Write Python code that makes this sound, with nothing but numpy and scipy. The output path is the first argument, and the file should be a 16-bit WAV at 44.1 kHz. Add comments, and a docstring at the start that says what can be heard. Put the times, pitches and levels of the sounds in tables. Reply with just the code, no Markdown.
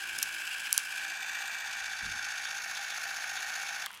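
"""A small room, where a clockwork film camera runs close by while it is turned in the hands.
The governor's gear teeth drive the case resonances into a whirr, and the film claw chatters about
sixteen times a second as the spring slowly runs down. The winding key is folded shut with sharp
metal snaps, a hand bumps the case, and the motor stops with a click."""
import sys
import numpy as np
from scipy import signal
from scipy.fft import rfft, irfft
from scipy.io import wavfile
from scipy.ndimage import uniform_filter1d, minimum_filter1d

SR = 44100
rng = np.random.default_rng(int(sys.argv[2]) if len(sys.argv) > 2 else 0)


def wrap_up_sound(samples):
    """Save the sound to the file named by the first command line argument, as 16-bit audio."""
    columns = np.atleast_2d(samples).T
    # keep every value between -1 and 1, then stretch to whole-number steps
    tamed = np.clip(columns, -1, 1)
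    steps = np.round(tamed * 32767).astype(np.int16)
    wavfile.write(sys.argv[1], SR, steps)


N = 176400
T = np.arange(N) / SR


def from_db(db):
    """Amplitude ratio of a level in decibels."""
    return 10 ** (np.asarray(db) / 20)


def rms_one(x):
    """Normalisation to unit power."""
    return x / np.sqrt(np.mean(x ** 2) + 1e-20)


def in_time(rows):
    """Linear interpolation of each column at every sample."""
    times, *columns = np.transpose(rows)
    return [np.interp(T, times, column) for column in columns]


def wave(cycles):
    """Harmonic oscillation of a phase in cycles."""
    return np.cos(2 * np.pi * cycles)


def drift(per_s):
    """Slow random fluctuation: Gaussian values joined by straight lines."""
    return np.interp(T * per_s, np.arange(4096), rng.standard_normal(4096))


def colour(x, points):
    """Minimum-phase filter through (Hz, dB) points that keeps the power of white noise."""
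    size = 2 * N
    hz, db = np.transpose(points)
    bin_hz = np.arange(N + 1) * SR / size
    gain = rms_one(from_db(np.interp(np.log(bin_hz + 1), np.log(hz), db)))
    cepstrum = irfft(np.log(gain))[:N]
    cepstrum[1:] *= 2
    return irfft(rfft(x, size) * np.exp(rfft(cepstrum, size)))[:N]


def resonate(x, hz, width_hz):
    """Damped resonator with unit peak gain."""
    r = np.exp(-np.pi * width_hz / SR)
    feedback = [1, -2 * r * np.cos(2 * np.pi * hz / SR), r * r]
    return signal.lfilter(np.array([1, 0, -1]) * (1 - r * r) / 2, feedback, x + 1e-18)


def steep_band(x, hz, stage_width_hz):
    """Two resonators in cascade give a steep-sided band, scaled to unit power."""
    return rms_one(resonate(resonate(x, hz, stage_width_hz), hz, stage_width_hz))


def decay(start, t60):
    """Free decay: a sudden onset, then an exponential fall."""
    return (T >= start) * np.exp(-np.log(1000) * np.clip((T - start) / t60, 0, 2))


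def pulse(cycles, place, width=.07):
    """Periodic forcing: a Gaussian rise at one place in every cycle."""
    return np.exp(-.5 * (((cycles - place + .5) % 1 - .5) / width) ** 2)


def facing():
    """Directivity: equal-power gains of key side, front and tilted front as the camera is turned."""
    turned = np.interp(T, [0.897, 1.154], [0, 1])
    tilted = np.interp(T, [1.64, 2.587], [0, 1])
    return np.sqrt([1 - turned, turned * (1 - tilted), turned * tilted])


def ring_modes(x, modes):
    """Modal radiation: the level of each resonance depends on the side facing the listener."""
    sides = facing()
    return sum((from_db(db) @ sides) * steep_band(x, hz, 2 * width) for hz, width, *db in modes)


def grains(per_s=9000, spread_db=2, rub=0.92):
    """Friction noise: dense random micro-impacts over smooth rubbing."""
    hits = (rng.random(N) < per_s / SR) * rng.choice([-1, 1], N)
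    hits = hits * from_db(spread_db * rng.standard_normal(N))
    return rms_one(rms_one(hits) + rub * rng.standard_normal(N))


TEETH, STOP_S = 14, 3.856
TURNS_PER_FRAME, WHEEL_TURNS = 3.5, 7  # governor turns per film frame and per driving-wheel round
# Governor rotation: (time [s], speed [turns/s])
SPEED = [(0.0, 55.83), (0.5, 54.7), (1.0, 56.5), (1.4, 55.6), (1.9, 54.4), (2.35, 53.5), (2.8, 53.17),
         (3.35, 53.8), (3.86, 52.94)]
def motor():
    """Rotating machinery: one shaft times gear, rattle and whine until the catch stops the works."""
    turn = -.26 + np.cumsum(in_time(SPEED)[0]) / SR
    running = (T < STOP_S) + decay(STOP_S, t60=.05)
    return (case_ring() + gear(turn) + rattle(turn) + whine(turn) + rasps()) * running


# Faint ring of the key side: (time [s], frequency [Hz], level [dB])
CASE_RING = [(0, 345, -65.5), (.4, 335, -72.5), (.6, 309, -78), (1.1, 313.6, -66), (1.2, 315, -89)]
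def case_ring():
    """Narrow-band vibration: the case sounds a tone that wavers in level and pitch."""
    hz, db = in_time(CASE_RING)
    amplitude = from_db(db + 5.2 * drift(16.1))
    return amplitude * wave(np.cumsum(hz + 6 * drift(29.2)) / SR)


def tooth_force(turn, swing=.15, claw_load=1.3):
    """Load modulation: the force swings once a turn, most while the claw pulls."""
    return rms_one(np.exp(swing * wave(turn) * (1 - claw_load * wave(turn / TURNS_PER_FRAME))))


ECCENTRIC, OVAL, SLACK, JITTER, WEAR = .1, .046, .046, .022, .03  # timing errors [teeth]
TOOTH_SPREAD_DB, WEAR_DB, STRONG_KNOCK, WEAK_KNOCK = .8, .5, 1.14, .58
# Case modes: (frequency [Hz], nominal width [Hz], key side [dB], front [dB], tilted [dB],
# place of strong knock [turns], place of weak knock [turns])
GEAR_MODES = [(790, 130, -67.5, -68, -61, 0.93, 0.38), (1599, 188, -44, -45.5, -44, 1, 0.27),
              (2333, 90, -51.5, -50.5, -57, 0.4, 0.95), (2652, 95, -53, -67, -52, 0.73, 0.31)]
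def gear(turn):
    """Impact excitation: each tooth taps the case, harder twice a turn; the wheel's wear repeats."""
    tooth = TEETH * turn + ECCENTRIC * wave(turn) + OVAL * wave(2 * turn) + SLACK * drift(110)
    count = np.arange(int(tooth[-1]))
    chance = rng.standard_normal((4000, 2))[:len(count)]
    wear = rng.standard_normal((TEETH * WHEEL_TURNS, 2))[count % (TEETH * WHEEL_TURNS)]
    contact = count + JITTER * chance[:, 0] + WEAR * wear[:, 0]
    at = np.interp(contact, tooth, np.arange(N)).astype(int)
    strength = from_db(TOOTH_SPREAD_DB * chance[:, 1] + WEAR_DB * wear[:, 1])
    taps = np.bincount(at, strength, N) * tooth_force(turn)
    whirr = 0
    for *mode, strong, weak in GEAR_MODES:
        accent = 1 + STRONG_KNOCK * pulse(turn, strong) + WEAK_KNOCK * pulse(turn, weak)
        whirr += ring_modes(taps * accent, [mode])
    return whirr


# Claw strokes in each film frame: (place [frames], width [frames], strength [ratio])
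CLAW = [(0.43, 0.098, 0.99), (0.09, 0.065, 0.63)]
# Ticks in each governor turn: (place [turns], strength [ratio])
TICKS = [(1, 0.53), (0.71, 0.9), (0.36, 0.061), (0.31, 0.6)]
def claw_envelope(turn):
    """Amplitude modulation: the chatter swells with each claw stroke and ticks within each turn."""
    frame = turn / TURNS_PER_FRAME
    strokes = sum(size * pulse(frame, place, width) for place, width, size in CLAW)
    strokes *= np.exp(0.094 * drift(16))
    ticks = sum(size * pulse(turn, place) for place, size in TICKS)
    return rms_one((1 + strokes) * (1 + 0.23 * wave(turn)) * (1 + ticks))


def loose_contacts(turn, count=400, repeat_share=0.39):
    """Partly periodic noise: some contacts recur on every round of the driving wheel."""
    places, signs = rng.random(count), rng.choice([-1., 1.], count)
    rounds = np.arange(-1, turn[-1] / WHEEL_TURNS)
    contact_turns = WHEEL_TURNS * (rounds[:, None] + places)
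    at = np.interp(contact_turns, turn, np.arange(N), left=N, right=N).astype(int)
    recurring = np.bincount(at.ravel(), np.tile(signs, len(rounds)), N + 1)[:N]
    return np.sqrt(repeat_share) * rms_one(recurring) + np.sqrt(1 - repeat_share) * grains()


# Rattle envelope: (time [s], level [dB])
RATTLE = [(0, -39.5), (.6, -38.5), (1.1, -41), (1.4, -37), (2, -43.5), (2.8, -38.5), (3.6, -37.5),
          (3.85, -40)]
# Rattle spectrum from each side: (frequency [Hz], relative level [dB])
KEY_SIDE = [(240, -83), (400, -40), (865, -19), (949, -26), (1030, -22.5), (1270, -20.5), (1600, -4.5),
            (1990, -18), (2320, -8.5), (2670, -5), (3370, -11.5), (3580, -16), (4400, -19.5), (4950, -12.5),
            (5850, -20.5), (6950, -17.5), (8000, -15.5), (9040, -24.5), (10500, -20), (16000, -32)]
FRONT = [(240, -63), (400, -32.5), (579, -28), (801, -7.5), (949, -19), (1270, -14), (1530, -2.5),
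         (1900, -3), (2090, -17.5), (2320, -4), (2650, -3), (2970, -10.5), (3990, -14), (4800, -12.5),
         (5110, -18.5), (6440, -10.5), (8800, -19.5), (10300, -28), (12500, -24), (15000, -25.5),
         (16000, -48)]
TILTED = [(240, -42.5), (400, -30.5), (579, -22.5), (765, -8.5), (826, -5.5), (906, -16.5), (1060, -17.5),
          (1490, -2.5), (1840, -0.5), (2020, -11), (2290, -2), (2930, -10.5), (4510, -9.5), (4950, -13),
          (5750, -12), (6440, -5), (8240, -23), (10200, -17.5), (11600, -28), (14800, -20.5), (16000, -72)]
# Metal plate modes: (frequency [Hz], nominal width [Hz], key side [dB], front [dB], tilted [dB])
PLATE_MODES = [(3550, 160, -72, -53, -57.5), (4170, 110, -61, -70, -70), (4636, 210, -59, -55.5, -54),
               (5470, 240, -59, -60.5, -52), (6260, 330, -57, -56, -53), (7320, 360, -61, -67, -66),
               (10400, 950, -59.5, -68, -59.5)]
def rattle(turn, crossover_hz=2210, chatter_db=-3):
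    """Contact noise: loose gears rattle low, while the claw chatters high and rings the plates."""
    claw = claw_envelope(turn)
    force = rms_one(tooth_force(turn) * (1 + 0.21 * pulse(turn, .96)))
    low, high = (signal.butter(3, crossover_hz, kind, fs=SR, output="sos") for kind in ("low", "high"))
    contacts = signal.sosfilt(low, loose_contacts(turn) * force)
    contacts += from_db(chatter_db) * signal.sosfilt(high, grains() * claw)
    sides = zip(facing(), (KEY_SIDE, FRONT, TILTED))
    radiated = sum(gain * colour(contacts, spectrum) for gain, spectrum in sides)
    return from_db(in_time(RATTLE)[0]) * radiated + ring_modes(grains() * claw, PLATE_MODES)


# Gear mesh tones: (time [s], fundamental level [dB], overtone level [dB])
WHINE = [(0, -63, -55), (.3, -82, -52), (.65, -74, -58), (1, -79, -51.5), (1.55, -70, -50.5),
         (1.9, -75, -55), (2.4, -69, -51.5), (3, -61, -54.5), (3.8, -56.5, -52.5)]
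def whine(turn, harmonic=3):
    """Gear meshing: the tooth-passing frequency and one overtone radiate through the case."""
    fundamental_db, overtone_db = in_time(WHINE)
    tooth = TEETH * turn + 0.11 / harmonic * drift(25.06)
    fundamental = from_db(fundamental_db) * tooth_force(turn) * wave(tooth + ECCENTRIC * wave(turn))
    return np.sqrt(2) * (fundamental + from_db(overtone_db) * wave(harmonic * tooth))


# Background spectrum: (frequency [Hz], relative level [dB])
FLOOR = [(12, -40), (25, -26), (60, -3.5), (120, -4.5), (230, 0), (350, -6), (650, -4.5), (950, 8.5),
         (2200, 2.5), (3000, 2), (4000, 0.5), (8000, -21), (16000, -20.5)]
# Hum envelope: (time [s], level [dB])
HUM = [(0, -73), (1.3, -91), (1.75, -68), (2.05, -71), (2.6, -77), (2.9, -78), (3.4, -73), (3.9, -86)]
def background(noise_db=-54.5, hum_hz=62):
    """Noise floor: steady broadband noise, with a low hum that comes and goes."""
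    noise = from_db(noise_db) * colour(rng.standard_normal(N), FLOOR)
    return noise + from_db(in_time(HUM)[0] + 2 * drift(6.0)) * wave(hum_hz * T)


# Spectrum of the reflections: (frequency [Hz], relative level [dB])
ROOM_COLOUR = [(200, -4), (900, 9), (1600, -3.5), (3200, -1), (6000, -3.5), (10000, -7), (13000, -14),
               (16000, -15)]
def room(x, early_db, delay_s=0.0087):
    """Reverberation: convolution with a diffuse tail and a slightly faster early decay."""
    envelope = decay(delay_s, t60=0.24) + from_db(early_db) * decay(delay_s, t60=0.2)
    response = rms_one(rng.standard_normal(N) * envelope) / np.sqrt(N)
    return signal.fftconvolve(x, colour(response, ROOM_COLOUR))[:N]


def soft_contact(rows, spectrum, rise_s):
    """Gradual contact: noise with a Gaussian rise and an exponential fall."""
    swell = 0
    for at, db in rows:
        rise = (T < at) * np.exp(-.5 * ((T - at) / rise_s) ** 2)
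        swell += from_db(db) * (rise + decay(at, t60=0.5))
    return swell * colour(rng.standard_normal(N), spectrum)


# Finger slides: (time [s], level [dB])
SLIDES = [(.1, -67), (.19, -63.5), (.27, -74)]
# Their spectrum: (frequency [Hz], relative level [dB])
SLIDE_COLOUR = [(60, -21), (150, 5), (300, -2), (700, -10), (2000, -25)]
def finger_slides():
    """Sliding friction: fingers rub on the winding key."""
    return soft_contact(SLIDES, SLIDE_COLOUR, rise_s=0.044)


# Key snaps, stop catch and small metal ticks:
# (time [s], level [dB], ring frequency [Hz], ring relative to crack [dB], 60 dB decay time [s])
SNAPS = [(0.1836, -33, 8300, -10, .012), (0.1877, -28.5, 5470, -6, 0.01), (0.2279, -19.5, 6000, -8.5, 0.02),
         (0.7279, -8, 10530, -2.5, 0.0078), (0.7783, -10.5, 4630, -15.5, 0.0072),
         (3.8612, -30, 3600, -0.5, .012), (3.915, -45, 13000, -19, .01), (3.93, -44, 12000, -22, 0.008),
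         (3.9423, -46, 3000, -4, .01), (3.949, -46, 12000, -15, 0.0072), (3.974, -49, 6000, -2, 0.013)]
# Their spectrum: (frequency [Hz], relative level [dB])
SNAP_COLOUR = [(100, -29), (600, -28), (1400, -7), (2200, -14), (2700, -5.5), (4200, -5), (6000, 0.5),
               (7700, -2), (10500, 3), (13000, -1.5), (15500, -7), (17000, -14)]
def snaps(body_hz=3600, body_width_hz=1100, body_db=-11):
    """Hard impact: metal on metal gives a brief crack with a broad ring and excites the key's body."""
    crack, impacts = rng.choice([-1., 1.], N), 0
    for at, db, hz, ring_db, t60 in SNAPS:
        envelope = from_db(2) * decay(at, t60=0.00083) + from_db(-2.5) * decay(at, t60)
        ring = from_db(ring_db) * rms_one(resonate(crack, hz, width_hz=1500))
        impacts += from_db(db) * envelope * (crack + ring)
    body = resonate(impacts, body_hz, body_width_hz) * np.sqrt(SR / np.pi / body_width_hz)
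    return colour(impacts + from_db(body_db) * body, SNAP_COLOUR)


# Gear rasps: (time [s], level [dB], frequency [Hz])
RASPS = [(.52, -40, 2740), (.66, -41, 2640), (2.47, -45.5, 3480), (2.77, -45, 3502), (2.92, -47, 3500),
         (3.38, -43.5, 3500), (3.69, -48, 3512), (3.84, -49, 3500)]
def rasps(width_s=0.016):
    """Friction-driven resonance: rubbing teeth swell briefly, each time in one band."""
    rub = grains()
    return sum(from_db(db) * np.exp(-.5 * ((T - at) / width_s) ** 2) * steep_band(rub, hz, 660)
               for at, db, hz in RASPS)


# Hand bumps: (time [s], level [dB])
BUMPS = [(2.055, -49.5), (2.12, -64)]
# Their spectrum: (frequency [Hz], relative level [dB])
BUMP_COLOUR = [(20, -15), (40, -6), (70, 0.5), (130, -9), (230, -9.5), (400, -20), (1500, -49)]
def hand_bumps():
    """Soft impact: a hand meets the case slowly, so low frequencies dominate."""
    return soft_contact(BUMPS, BUMP_COLOUR, rise_s=0.022)


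# Knocks after the stop: (time [s], level [dB])
KNOCKS = [(3.8658, -26), (3.9052, -35), (3.9355, -37)]
# Their spectrum: (frequency [Hz], relative level [dB])
KNOCK_COLOUR = [(200, -29), (700, -7), (1500, 3.5), (2800, -11), (5000, -15), (16000, -36)]
def knocks():
    """Damped impact: the settling works knock dully on the held case."""
    envelope = sum(from_db(db) * decay(at, t60=0.013) for at, db in KNOCKS)
    return colour(rng.standard_normal(N) * envelope, KNOCK_COLOUR)


# Rubs after the stop: (time [s], level [dB])
SETTLING = [(3.885, -51), (3.955, -54.5)]
# Their spectrum: (frequency [Hz], relative level [dB])
SETTLING_COLOUR = [(500, -22), (900, -8), (2300, 1), (3000, 10), (4000, -13), (9000, -8), (16000, -24)]
def settling():
    """Sliding friction: the works rub softly as they slacken."""
    return soft_contact(SETTLING, SETTLING_COLOUR, rise_s=.01)


def scene():
    """Superposition of motor, key, hands and reflections in a quiet room."""
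    works = motor() + knocks() + settling()
    clicks = snaps()
    floor = background()
    echoes = from_db(-19) * room(works, early_db=-4) + from_db(-16.5) * room(clicks, early_db=22)
    return (works + clicks + hand_bumps() + finger_slides() + echoes + floor)[None]


def record(dry, ceiling=.58, hold_samples=460, stopband_hz=16900):
    """Peak and band limiting: the gain dips on the loudest snaps, and the top treble is cut."""
    gain = np.minimum(1, ceiling / (np.abs(dry) + 1e-9))
    held = minimum_filter1d(gain, size=hold_samples, origin=hold_samples // 2 - 12)
    limited = dry * uniform_filter1d(held, size=16)
    return signal.sosfilt(signal.cheby2(16, 70, stopband_hz, fs=SR, output="sos"), limited)


dry = scene()
out = record(dry)
wrap_up_sound(out)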